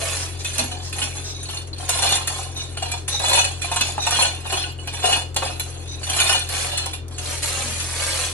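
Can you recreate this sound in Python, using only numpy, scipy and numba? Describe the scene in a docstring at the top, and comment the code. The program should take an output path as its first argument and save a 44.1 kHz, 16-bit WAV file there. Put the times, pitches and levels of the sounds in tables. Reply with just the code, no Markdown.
"""Chain hoist in a stone barn

A stereo pair stands in the barn, the block hanging to its left, as a man shifts a heavy beam pull by pull.
The hand chain clatters over the wheel and knocks on the steel housing; a thin whine comes in brief bursts.
At the end the slack loop swings and jingles straight ahead. Close timber and stone walls reflect it all.
Farther off, an engine hums steadily through the walls."""
import sys
import numpy as np
from scipy import signal
from scipy.fft import rfft, irfft, next_fast_len
from scipy.io import wavfile
from scipy.ndimage import uniform_filter1d, map_coordinates
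from numba import njit

SR = 44100
rng = np.random.default_rng(int(sys.argv[2]) if len(sys.argv) > 2 else 0)


def output_pcm(signal):
    """Save a mono or channel-first signal as 16-bit PCM at the path in sys.argv[1].

    Samples are clipped to [-1, 1] before scaling.
    """
    pcm = np.clip(np.atleast_2d(signal).T, -1, 1) * 32767
    wavfile.write(sys.argv[1], SR, np.round(pcm).astype(np.int16))


N = 367331

# Table levels are relative: each source is given its own gain further down.
# room tone of the barn: (frequency [Hz], level [dB])
ROOM_TONE = [(20, -17), (40, -15), (65, 3), (110, -0.5), (190, -11.5), (310, 0), (450, -4.5), (800, -15.5),
             (1500, -19.5), (4000, -34), (11000, -53)]
# the engine outside, slowing a little: (time [s], firing rate [Hz])
FIRING_RATE = [(0, 87.9), (1.6, 87.7), (3.1, 86.7), (5.7, 85.7), (8.33, 84.3)]
# its tones through the wall: (multiple of the firing rate, level [dB])
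HUM_ORDERS = [(.5, -42.5), (1, -31), (1.5, -40.5), (4.5, -52.5)]
# reverberation off the stone walls: (frequency [Hz], t60 [s])
WALL_DECAY = [(200, 0.93), (1000, 0.26), (4000, 0.37), (11000, 0.21)]
# side against mid in reflections and room tone: (frequency [Hz], gain [dB])
SIDE_GAIN = [(30, -20), (80, -11), (330, -12.5), (600, 0), (2300, -2), (6800, 0), (8000, -5), (8800, -53),
             (12000, -53)]
# left microphone over right: (frequency [Hz], gain [dB])
MIC_BALANCE = [(43, 1), (86, 4), (130, 5), (250, 0.7), (550, 0.5), (1000, 2.5), (2200, -0.6), (4200, -1),
               (8000, -1)]

# groans under the shifting load: (start [s], length [s], pitch [Hz], level [dB])
LOAD_GROANS = [(0.579, 0.088, 260.7, -37), (0.988, 0.12, 252.6, -42), (7.507, 0.27, 222.6, -43.5)]
# swings of the slack loop: (start [s], rise [s], hold [s], level [dB])
LOOP_SWINGS = [(0, 0.00078, 0.13, -33), (.13, 0.012, 0.089, -37), (6.483, 0.035, 0.13, -33.5),
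               (6.68, 0.03, 0.12, -48.5), (7.179, 0.096, 0.079, -35.5), (7.415, 0.011, 0.052, -31),
               (7.51, 0.015, 0.084, -34), (7.6, 0.017, 0.29, -36.5), (7.899, 0.093, 0.25, -31),
               (8.22, 0.013, 0.087, -41.5)]
# the loop's jingle: (frequency [Hz], level [dB])
LOOP_SPECTRUM = [(260, -49), (450, -4), (584, 5.5), (689, -12), (780, -4.5), (1240, -1.5), (1470, -3.5),
                 (1640, 0), (3630, -6), (4280, -2), (4850, -6.5), (7950, -4), (8990, -2.5), (11100, -5),
                 (12000, -19), (15600, -44), (22000, -120)]
# links sliding through the guide: (start [s], length [s], level [dB])
GUIDE_SLIDES = [(.385, 0.045, -38.5), (0.814, .1, -38.5), (1.235, 0.097, -37)]
# their hiss: (frequency [Hz], level [dB])
SLIDE_SPECTRUM = [(3000, -12), (5400, 2), (7500, -4), (11000, -18)]
# brief bursts of a thin, high whine: (start [s], length [s], level [dB])
WHINE_BURSTS = [(1.216, 0.31, -42.5), (2.551, 0.1, -35), (3.094, 0.12, -28), (3.986, 0.086, -30.5),
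                (5.875, 0.086, -37.5)]
# partials of the whine: (frequency [Hz], level [dB])
WHINE_PARTIALS = [(3792, 12), (3990, 3), (4225, -3), (4900, -3), (5250, -7), (5950, 5.5), (6300, 0),
                  (6650, -3)]
# jerks of the load: (time [s], level [dB])
LOAD_JERKS = [(0.018, -23.5), (0.064, -33), (0.595, -27.5), (2.092, -30), (3.375, -35), (4.223, -22),
              (5.038, -20), (5.084, -23), (5.15, -32), (5.365, -31), (5.427, -23)]
# the block on its hook: (frequency [Hz], spread [Hz], level [dB])
BLOCK_MODES = [(306, 22, -6), (430, 12, 4), (544, 56, 3), (648, 56, 4)]
# one link tapping the next: (time [s], level [dB])
LINK_TAPS = [(0.593, -14.5), (1.114, -35), (1.198, -33), (1.456, -27), (1.486, -27), (1.571, -21),
             (1.592, -35), (1.731, -25), (1.784, -29), (1.97, -25), (2.353, -28), (2.77, -26), (3.236, -20),
             (3.333, -14.5), (4.627, -19.5), (5.093, -23), (6.2183, -13)]
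# a single link: (frequency [Hz], spread [Hz], level [dB])
TAP_MODES = [(4207, 67, 2), (4430, 60, -8.5)]
# the sharpest steel-on-steel clacks: (time [s], level [dB])
STEEL_SNAPS = [(0.447, -17), (0.5826, -10), (1.8927, -9.5), (2.275, -11), (2.9168, -15.5), (3.8113, -10),
               (4.109, -12), (4.8742, -20), (5.345, -23), (5.364, -11), (5.5975, -11), (6.4901, -19),
               (6.8602, -19), (7.082, -28)]
# their noise: (frequency [Hz], level [dB])
SNAP_SPECTRUM = [(1500, -8), (4300, -1), (6000, -2), (11000, -2)]
# links striking the rim: (time [s], pitch [Hz], level [dB])
RIM_STRIKES = [(1.017, 2914, -22), (1.894, 2800, -25), (2.035, 2900, -21.5), (3.372, 2460, -21),
               (4.068, 2830, -28), (4.136, 2910, -21), (4.225, 2880, -20), (4.526, 2940, -24),
               (4.639, 2870, -23.5), (4.787, 2930, -36), (5.042, 2870, -22), (5.128, 2885, -16.5),
               (6.1, 3190, -23), (6.19, 2954, -16), (6.294, 2908, -14), (6.33, 2920, -17.5)]
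# the wheel's rim: (frequency [Hz], spread [Hz], level [dB])
RIM_RING = [(1486, 4.5, 1), (2570, 6.5, -3), (8800, 59, -11)]
# links dropping into the wheel's pockets: (time [s], pitch [Hz], level [dB])
POCKET_DROPS = [(2.825, 807, -23), (2.854, 780, -27), (2.938, 934, -24.5), (3.141, 817, -26),
                (3.2, 733, -20), (3.241, 818, -21), (3.28, 821, -19), (3.314, 1030, -16),
                (3.348, 705, -15.5), (3.376, 914, -16), (3.455, 810.2, -23.5), (3.645, 800, -27),
                (3.715, 920, -22), (3.766, 1100, -21.5), (3.98, 825, -16.5), (4.068, 913, -15),
                (4.123, 770, -21), (4.189, 1044, -15.5), (4.455, 802, -25)]
# loose links beside the block: (frequency [Hz], level [dB])
JINGLE_SPECTRUM = [(600, -36), (1800, 4), (3700, 1.5), (4400, -19), (5100, -5.5), (6200, 4.5), (7400, 6),
                   (8400, 1), (9200, 7.5), (10800, 5), (11500, -4), (12200, -75)]
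# the steel housing: (frequency [Hz], spread [Hz], level [dB])
HOUSING_RING = [(376, 20, -10.5), (535.5, 61, -12.5), (724.3, 17, 3), (801.3, 47, -2.5), (933.4, 38, -5.5),
                (1052, 21.5, 0), (1245, 38, -16)]
# contact noise on the housing: (frequency [Hz], level [dB])
KNOCK_SPECTRUM = [(150, -74), (300, -21.5), (520, -11), (780, 2.5), (1050, -7.5), (1400, -9.5),
                  (2200, -20.5), (5000, -54)]
# links ringing on the wheel: (frequency [Hz], spread [Hz], level [dB])
WHEEL_RING = [(1642, 22, -20), (2482, 162, -2.5), (2895, 75, 1.5), (3290, 84, -4), (3528, 89, 3.5),
              (4155, 94, 1), (4395, 101, -1), (5120, 173, -9.5), (6050, 310, -11.5), (7400, 120, -8)]
# contact noise on the wheel: (frequency [Hz], level [dB])
SCRAPE_SPECTRUM = [(500, -50), (1200, -3.5), (1550, 2.5), (1850, 2.5), (2180, -16), (2480, 7), (3250, -11),
                   (3850, 0), (4250, 7.5), (4900, -19), (6000, -11), (8000, -20), (12000, -39.5)]
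# pulls on the chain: (start [s], rise [s], hold [s], wheel [dB], housing [dB], loose links [dB])
CHAIN_PULLS = [(.39, 0.083, 0.0079, -38.5, -55, -35.5), (.51, 0.076, 0.011, -34.5, -34.5, -29.5),
               (.7, 0.0083, 0.047, -42, -43.5, -62), (.94, 0.049, 0.03, -35.5, -35, -30.5),
               (1.149, 0.0038, 0.012, -43, -42.5, -36), (1.478, 0.0089, 0.074, -39.5, -42, -40.5),
               (1.779, 0.011, 0.11, -44.5, -41.5, -40), (1.879, 0.003, 0.16, -31, -32, -29),
               (2.01, 0.022, 0.1, -26, -25, -28.5), (2.27, 0.0098, .13, -38.5, -35.5, -36),
               (2.55, 0.014, 0.03, -41.5, -44, -42), (2.77, 0.095, 0.13, -38.5, -39, -44),
               (3.08, 0.011, 0.05, -32, -40, -30), (3.192, 0.14, 0.052, -22.5, -26, -24),
               (3.607, 0.0043, 0.041, -33.5, -34, -36.5), (3.7, 0.059, 0.12, -34, -34.5, -33.5),
               (4.016, 0.16, 0.052, -24.5, -27, -27.5), (4.439, 0.072, 0.073, -30, -33, -35),
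               (4.87, 0.11, 0.12, -36.5, -43, -41), (5.019, 0.016, 0.1, -25.5, -25.5, -29.5),
               (5.356, 0.0032, 0.082, -29.5, -29.5, -34.5), (5.6, .005, 0.082, -62, -50, -44),
               (6.013, 0.19, 0.14, -25.5, -30, -28), (6.49, 0.015, 0.21, -35, -36.5, -53),
               (6.69, 0.016, 0.12, -35, -38.5, -58)]
# single hard contacts: (time [s], wheel [dB], housing [dB], loose links [dB])
HARD_CONTACTS = [(0.4484, -17, -39, -26), (0.583, -19, -37, -19.5), (0.5916, -17.5, -22.5, -32),
                 (0.7158, -22, -34.5, -32.5), (0.9283, -19.5, -47, -28), (1.0211, -15, -33, -27),
                 (1.4307, -36, -58, -29), (1.673, -42, -47, -37), (1.8935, -26, -33, -16.5),
                 (2.0234, -16, -20, -19), (2.1213, -13.5, -22, -18.5), (2.1544, -21, -28, -15),
                 (2.2753, -16, -36, -18), (2.773, -19, -35.5, -31), (2.8244, -16.5, -27, -28),
                 (2.9174, -17.5, -36, -24.5), (3.0814, -21, -33, -18.5), (3.3734, -11.5, -27, -25),
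                 (3.4433, -15.5, -40, -19), (3.6182, -19.5, -51, -26.5), (3.716, -15.5, -25.5, -25),
                 (3.7615, -13, -25, -19.5), (3.8105, -5.5, -25.5, -22), (4.0672, -15, -21.5, -20),
                 (4.1081, -17, -38, -20.5), (4.2203, -26, -24, -15), (4.5246, -22.5, -22.5, -23),
                 (4.8748, -18.5, -35, -43), (4.936, -25, -35, -29), (5.04, -20, -17.5, -33),
                 (5.1227, -19, -25, -19), (5.3645, -10.5, -21.5, -21.5), (5.4232, -19, -19, -36),
                 (5.5992, -18.5, -37, -23.5), (6.099, -22, -28, -20), (6.1664, -14, -27, -20),
                 (6.2009, -6.5, -42, -14), (6.2954, -10.5, -22, -15.5), (6.49, -25, -37.5, -28),
                 (6.776, -12.5, -46, -19), (6.8608, -24, -29, -28), (6.9338, -19.5, -38, -30.5),
                 (7.1829, -23, -46, -27.5), (7.4287, -17, -42, -25), (7.799, -21, -39, -25)]
# lead-in tick, blow and rebound of a hard contact: (time from the blow [s], level [dB])
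BOUNCE = [(-.003, -9.5), (0, -2), (.006, -8.5)]
# the chain goes quiet while the hands change grip: (start [s], end [s])
GRIP_CHANGES = [(2.98, 3.19), (5.22, 5.43), (5.78, 5.77), (6.98, 7.1), (1.63, 1.72), (4.72, 4.78)]

WHEEL, HOUSING, LOOSE_LINKS = 0, 1, 2  # order of the level columns in pulls and hard contacts
START_DB, STOP_DB_PER_S = 11, 147  # a run starts this far down, and dies at this rate after its hold
IDLE_DB, GRIP_DB = -49, -22.5  # links stirring between pulls; the dip at a change of grip
LIFT_S, LIFT_DB = 0.016, -3  # the chain jumps clear just before it slaps down
PULL_TO_LOOP_DB = -8  # every pull also shakes the slack loop
LINKS_PER_S, LINK_DETUNE, LINK_COLOUR_DB = 30, 0.4, 2.5  # links seating, and how their modes differ
LIGHT_DB = -11  # contacts with less energy than this stray most in pitch
GAP_HZ, GAP_WIDTH_HZ, GAP_DB = 3810, 72, -12  # a gap between the wheel's resonances
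BLOCK_LEAD_S, ENGINE_LEAD_S = 0.000098, 0.00059  # each reaches the left microphone this much sooner
TOP_HZ = 12250


def amp(db):
    """Decibels to gain."""
    return 10 ** (np.asarray(db) / 20)


def unit(x):
    """x at rms 1."""
    return x / np.sqrt(np.mean(x ** 2) + 1e-20)


def along(points, hz):
    """(frequency, value) points read on a log frequency axis."""
    point_hz, values = np.transpose(points)
    return np.interp(np.log(hz + 1), np.log(point_hz), values)


def samples(s):
    """Times as sample numbers."""
    return np.clip(s * SR, 0, N - 1).astype(np.int64)


def within(s, starts, ends):
    """Which of the times s fall inside any of the spans."""
    return np.any((s[:, None] > starts) & (s[:, None] < ends), axis=1)


def wobble(rate):
    """A smooth random curve with rate knots a second."""
    knots = rng.standard_normal(int(N * rate / SR) + 4)
    return map_coordinates(knots, [np.arange(N) * rate / SR])


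def arch(start, length):
    """A rounded swell from silence to silence."""
    progress = np.clip((np.arange(N) / SR - start) / length, 0, 1)
    return np.sqrt(np.abs(np.sin(np.pi * progress)))


def filtered(x, response):
    """x through a frequency response."""
    size = next_fast_len(N + SR // 2)
    return irfft(rfft(x, size) * response(np.fft.rfftfreq(size, 1 / SR)), size)[..., :N]


def coloured(x, spectrum):
    """x shaped by a spectrum; white noise keeps its power."""
    return filtered(x, lambda hz: unit(amp(along(spectrum, hz))))


@njit
def damped_sines(starts, turns, sizes, fall, length, total):
    """Sum of decaying sines: one row for each contact, one column for each mode."""
    out = np.zeros(total + length)
    for i in range(len(starts)):
        feedback = 2 * fall * np.cos(turns[i])
        before, now = np.zeros(len(feedback)), sizes[i] * np.sin(turns[i])
        for n in range(length):
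            summed = 0.
            for k in range(len(feedback)):
                summed += now[k]
                before[k], now[k] = now[k], feedback[k] * now[k] - fall * fall * before[k]
            out[starts[i] + n] += summed
    return out[:total]


def ring(at, energy, hz, weights, t60, vary_db=5):
    """Struck steel: each contact shares its energy among its modes in a new way."""
    fall = amp(-60 / (t60 * SR))
    sizes = weights * amp(vary_db * rng.standard_normal(hz.shape)) * rng.choice([-1, 1], hz.shape)
    sizes *= np.sqrt(2 * energy * (1 - fall ** 2) / np.sum(sizes ** 2, axis=1))[:, None]
    return damped_sines(at, 2 * np.pi * hz / SR, sizes, float(fall), int(t60 * SR), N)


def body_ring(at, energy, modes, t60, detune):
    """Ringing of a body whose modes shift a little from contact to contact."""
    hz, spread, db = np.transpose(modes)
    hz = hz + detune * spread * rng.standard_normal((len(at), len(hz)))
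    return ring(at, energy, hz, amp(db) * np.sqrt(spread), t60, vary_db=3.0)


def crack(at, energy, spectrum, t60):
    """A short burst of noise at each contact."""
    fall = amp(-60 / (t60 * SR)) ** 2
    power = signal.lfilter([1 - fall], [1, -fall], np.bincount(at, energy, N))
    return coloured(np.sqrt(power) * rng.standard_normal(N), spectrum)


def blows(s, db, held_s):
    """Sample and energy of blows, each carrying the energy of its level held for held_s."""
    return samples(s), amp(db) ** 2 * held_s * SR


def stream(rate, scatter_db):
    """Time and energy of each contact in an uneven stream of unit power, rate a second."""
    count = int(rate * N / SR)
    s = (np.arange(count) + rng.uniform(-1, 1, count)) / rate
    share = amp(scatter_db * rng.standard_normal(count)) ** 2
    return s, share / uniform_filter1d(share, size=7) * SR / rate


def surges(s, runs, level_db):
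    """Power at times s of runs of chain: each builds, holds and dies away."""
    start, rise, hold = np.transpose(runs)[:3]
    age = s[:, None] - start
    rising_db = START_DB * np.clip(1 - age / rise, 0, 1)
    stopping_db = STOP_DB_PER_S * np.maximum(age - rise - hold, 0)
    return np.sum((age >= 0) * amp(level_db - rising_db - stopping_db) ** 2, axis=1)


def swing_power(s):
    """Power of the slack loop's swings at times s."""
    return surges(s, LOOP_SWINGS, np.transpose(LOOP_SWINGS)[3])


def pull_power(s, part):
    """Power the pulls put into one part of the hoist at times s."""
    return surges(s, CHAIN_PULLS, np.transpose(CHAIN_PULLS)[3 + part])


def contacts(part, hard_s, swing_db, rate, scatter_db):
    """Sample and energy of each contact on one part: the running chain, then the hard blows."""
    s, energy = stream(rate, scatter_db)
    power = pull_power(s, part) + amp(swing_db) ** 2 * swing_power(s) + amp(IDLE_DB) ** 2
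    blow_s, blow_db = np.transpose(HARD_CONTACTS)[[0, 1 + part]]
    grip_db = GRIP_DB * within(s, *np.transpose(GRIP_CHANGES))
    lift_db = LIFT_DB * within(s, blow_s - LIFT_S, blow_s)
    running = energy * power * amp(grip_db + lift_db) ** 2
    bounce_s, bounce_db = np.transpose(BOUNCE)
    hard_at, hard = blows(blow_s[:, None] + bounce_s, blow_db[:, None] + bounce_db, held_s=hard_s)
    return np.append(samples(s), hard_at), np.append(running, hard)


def room_tone():
    """The barn's air, mid and side: a faint, low rush."""
    return amp(-43.5) * coloured(rng.standard_normal((2, N)), ROOM_TONE)


def engine():
    """An engine outside, left and right: only its lowest orders come through the walls."""
    rate_hz = np.interp(np.arange(N) / SR, *np.transpose(FIRING_RATE))
    phase = 2 * np.pi * np.cumsum(rate_hz + 0.088 * wobble(6.6)) / SR
    hum = sum(amp(db + 0.66 * wobble(3.14)) * np.sin(order * phase + rng.uniform(0, 2 * np.pi))
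              for order, db in HUM_ORDERS)
    return np.array([hum, filtered(hum, lambda hz: np.exp(-2j * np.pi * hz * ENGINE_LEAD_S))])


def reflections(x, t60s, paths):
    """Mid and side reflections of x, by one set of paths after another as the chain moves."""
    length = int(SR * np.max(np.transpose(t60s)[1]))
    hz, t, noise = signal.stft(rng.standard_normal((paths, 2, length)), SR, nperseg=256)
    tails = signal.istft(noise * amp(-60 * t / along(t60s, hz)[:, None]), SR, nperseg=256)[1]
    hop, delay = N // paths + 1, SR // 400
    out = np.zeros((2, 2 * N))
    for k, tail in enumerate(tails):
        stretch = x[None, k * hop:(k + 1) * hop]
        answer = signal.fftconvolve(stretch, tail / np.linalg.norm(tail[0]), axes=1)
        out[:, k * hop + delay:][:, :answer.shape[1]] += answer
    return out[:, :N]


def groans():
    """Faint, unsteady low tones as the load shifts."""
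    turn = 2 * np.pi * np.cumsum(1 + 0.11 * wobble(110)) / SR
    return sum(amp(db) * arch(s, length) * np.sin(hz * turn) for s, length, hz, db in LOAD_GROANS)


def slack_loop():
    """Straight ahead, the free loop shakes along its whole length: a dense jingle."""
    s, energy = stream(rate=300, scatter_db=3.0)
    tugged = amp(PULL_TO_LOOP_DB) ** 2 * pull_power(s, LOOSE_LINKS)
    at, energy = samples(s), energy * (swing_power(s) + tugged)
    hz = rng.uniform(2193, 11600, (len(at), 8))
    ticks = crack(at, energy, LOOP_SPECTRUM, t60=0.01)
    return ticks + ring(at, energy, hz, amp(along(LOOP_SPECTRUM, hz)), t60=0.082, vary_db=5.5)


def guide_slides():
    """The chain slips through its guide with a brief, bright swish."""
    swell = sum(amp(db) * arch(s, length) for s, length, db in GUIDE_SLIDES)
    return swell * coloured(rng.standard_normal(N), SLIDE_SPECTRUM)


def thin_whine():
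    """Brief bursts of a thin, rough, buzzy high whine."""
    swell = sum(amp(db) * arch(s, length) for s, length, db in WHINE_BURSTS)
    drift, roughness = 0.00283 * wobble(40), 0.017 * wobble(500)
    turn = 2 * np.pi * np.cumsum(1 + drift + roughness) / SR
    flutter = amp(3.5 * wobble(150))
    whine = sum(amp(db) * np.sin(hz * turn) for hz, db in WHINE_PARTIALS)
    return amp(0.5) * swell * unit(flutter * whine)


def block_thuds():
    """The chain snaps taut and the block thuds on its hook, without deep bass."""
    at, energy = blows(*np.transpose(LOAD_JERKS), held_s=0.0039)
    thud = body_ring(at, energy, BLOCK_MODES, t60=0.13, detune=0.51)
    high_pass = signal.butter(4, 270, "highpass", fs=SR, output="sos")
    return amp(-3.5) * signal.sosfilt(high_pass, thud)


def link_taps():
    """One link taps the next: a short, high tink."""
    at, energy = blows(*np.transpose(LINK_TAPS), held_s=0.001)
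    return body_ring(at, energy, TAP_MODES, t60=0.042, detune=1)


def steel_snaps():
    """Steel meets steel: the sharpest contacts give a short, bright snap."""
    at, energy = blows(*np.transpose(STEEL_SNAPS), held_s=0.00055)
    return crack(at, energy, SNAP_SPECTRUM, t60=0.0084)


def rim_clinks():
    """A link strikes the rim and rings at its own pitch; the rim answers like a small bell."""
    s, hz, db = np.transpose(RIM_STRIKES)
    at, energy = blows(s, db, held_s=0.0082)
    link = ring(at, energy, hz[:, None], 1, t60=0.098)
    rim = body_ring(at, energy, RIM_RING, t60=0.21, detune=0.98)
    return amp(-1.0) * link + amp(-9.5) * rim


def pocket_clunks():
    """A link drops into its pocket: a hollow clunk at its own pitch, and the housing answers."""
    s, hz, db = np.transpose(POCKET_DROPS)
    at, energy = blows(s, db, held_s=0.0018)
    clunk = ring(at, energy, hz[:, None], 1, t60=0.069)
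    knock = crack(at, energy, KNOCK_SPECTRUM, t60=0.034)
    scrape = crack(at, energy, SCRAPE_SPECTRUM, t60=0.038)
    return amp(-3.5) * clunk + amp(-4) * knock + amp(-11.5) * scrape


def loose_links():
    """Links tick against each other beside the block, each at its own high pitches."""
    at, energy = contacts(LOOSE_LINKS, hard_s=0.0054, swing_db=-3.5, rate=120, scatter_db=4.5)
    hz = rng.uniform(5200, 11400, (len(at), 5))
    ticks = crack(at, energy, JINGLE_SPECTRUM, t60=0.028)
    jingle = ring(at, energy, hz, amp(along(JINGLE_SPECTRUM, hz)), t60=0.082)
    return amp(-2.5) * jingle + amp(-5.0) * ticks


def housing_knocks():
    """Links bump the steel housing, which answers with a hollow knock."""
    at, energy = contacts(HOUSING, hard_s=0.014, swing_db=-9.0, rate=55, scatter_db=1.5)
    shell = body_ring(at, energy, HOUSING_RING, t60=0.11, detune=0.21)
    knock = crack(at, energy, KNOCK_SPECTRUM, t60=0.062)
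    return amp(-7.0) * shell + amp(-9.0) * knock


def wheel_clatter():
    """Each link seats in the wheel in about three contacts and rings with its own colour."""
    at, energy = contacts(WHEEL, hard_s=0.00099, swing_db=-5.5, rate=85, scatter_db=2.0)
    hz, spread, db = np.transpose(WHEEL_RING)
    link = at * LINKS_PER_S // SR
    shift, colour = rng.standard_normal((2, link.max() + 1, len(hz)))[:, link]
    lightness = 1 / (1 + energy / amp(LIGHT_DB) ** 2)
    stray_hz = 0.0546 * hz * lightness[:, None] * rng.standard_normal(shift.shape)
    hz = hz + LINK_DETUNE * spread * shift + stray_hz
    weights = amp(db + LINK_COLOUR_DB * colour) * np.sqrt(spread)
    ringing = ring(at, energy, hz, weights, t60=0.11, vary_db=5.5)
    scrape = crack(at, energy, SCRAPE_SPECTRUM, t60=0.049)
    return amp(-0.5) * ringing + amp(-7.0) * scrape


def scene():
    """At the microphones: block to the left, loop ahead, timber close by, stone walls beyond."""
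    clatter = wheel_clatter() + loose_links() + pocket_clunks()
    clatter = filtered(clatter, lambda hz: amp(GAP_DB * np.exp(-((hz - GAP_HZ) / GAP_WIDTH_HZ) ** 2)))
    block = (clatter + housing_knocks() + block_thuds() + rim_clinks() + link_taps()
             + steel_snaps() + guide_slides() + thin_whine())
    loop = slack_loop() + groans()
    direct = loop + filtered(block, lambda hz: np.exp(1j * np.pi * np.outer([1, -1], hz) * BLOCK_LEAD_S))
    timber = reflections(block + loop, t60s=[(500, 0.06), (8000, 0.027)], paths=50)
    walls = reflections(block + loop, WALL_DECAY, paths=14)
    air = room_tone()
    mid = amp(-4.0) * timber[0] + amp(-7.5) * walls[0] + air[0]
    side = amp(-1.0) * timber[1] + amp(-6.5) * walls[1] + air[1]
    side = filtered(side, lambda hz: amp(along(SIDE_GAIN, hz)))
    mics = direct + np.array([mid + side, mid - side]) + engine()
    return filtered(mics, lambda hz: amp(np.outer([0.5, -0.5], along(MIC_BALANCE, hz))))


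def record(dry):
    """The recorder keeps nothing above its band limit."""
    return filtered(dry, lambda hz: np.clip((TOP_HZ - hz) / 300, 0, 1))


dry = scene()
out = record(dry)
output_pcm(out)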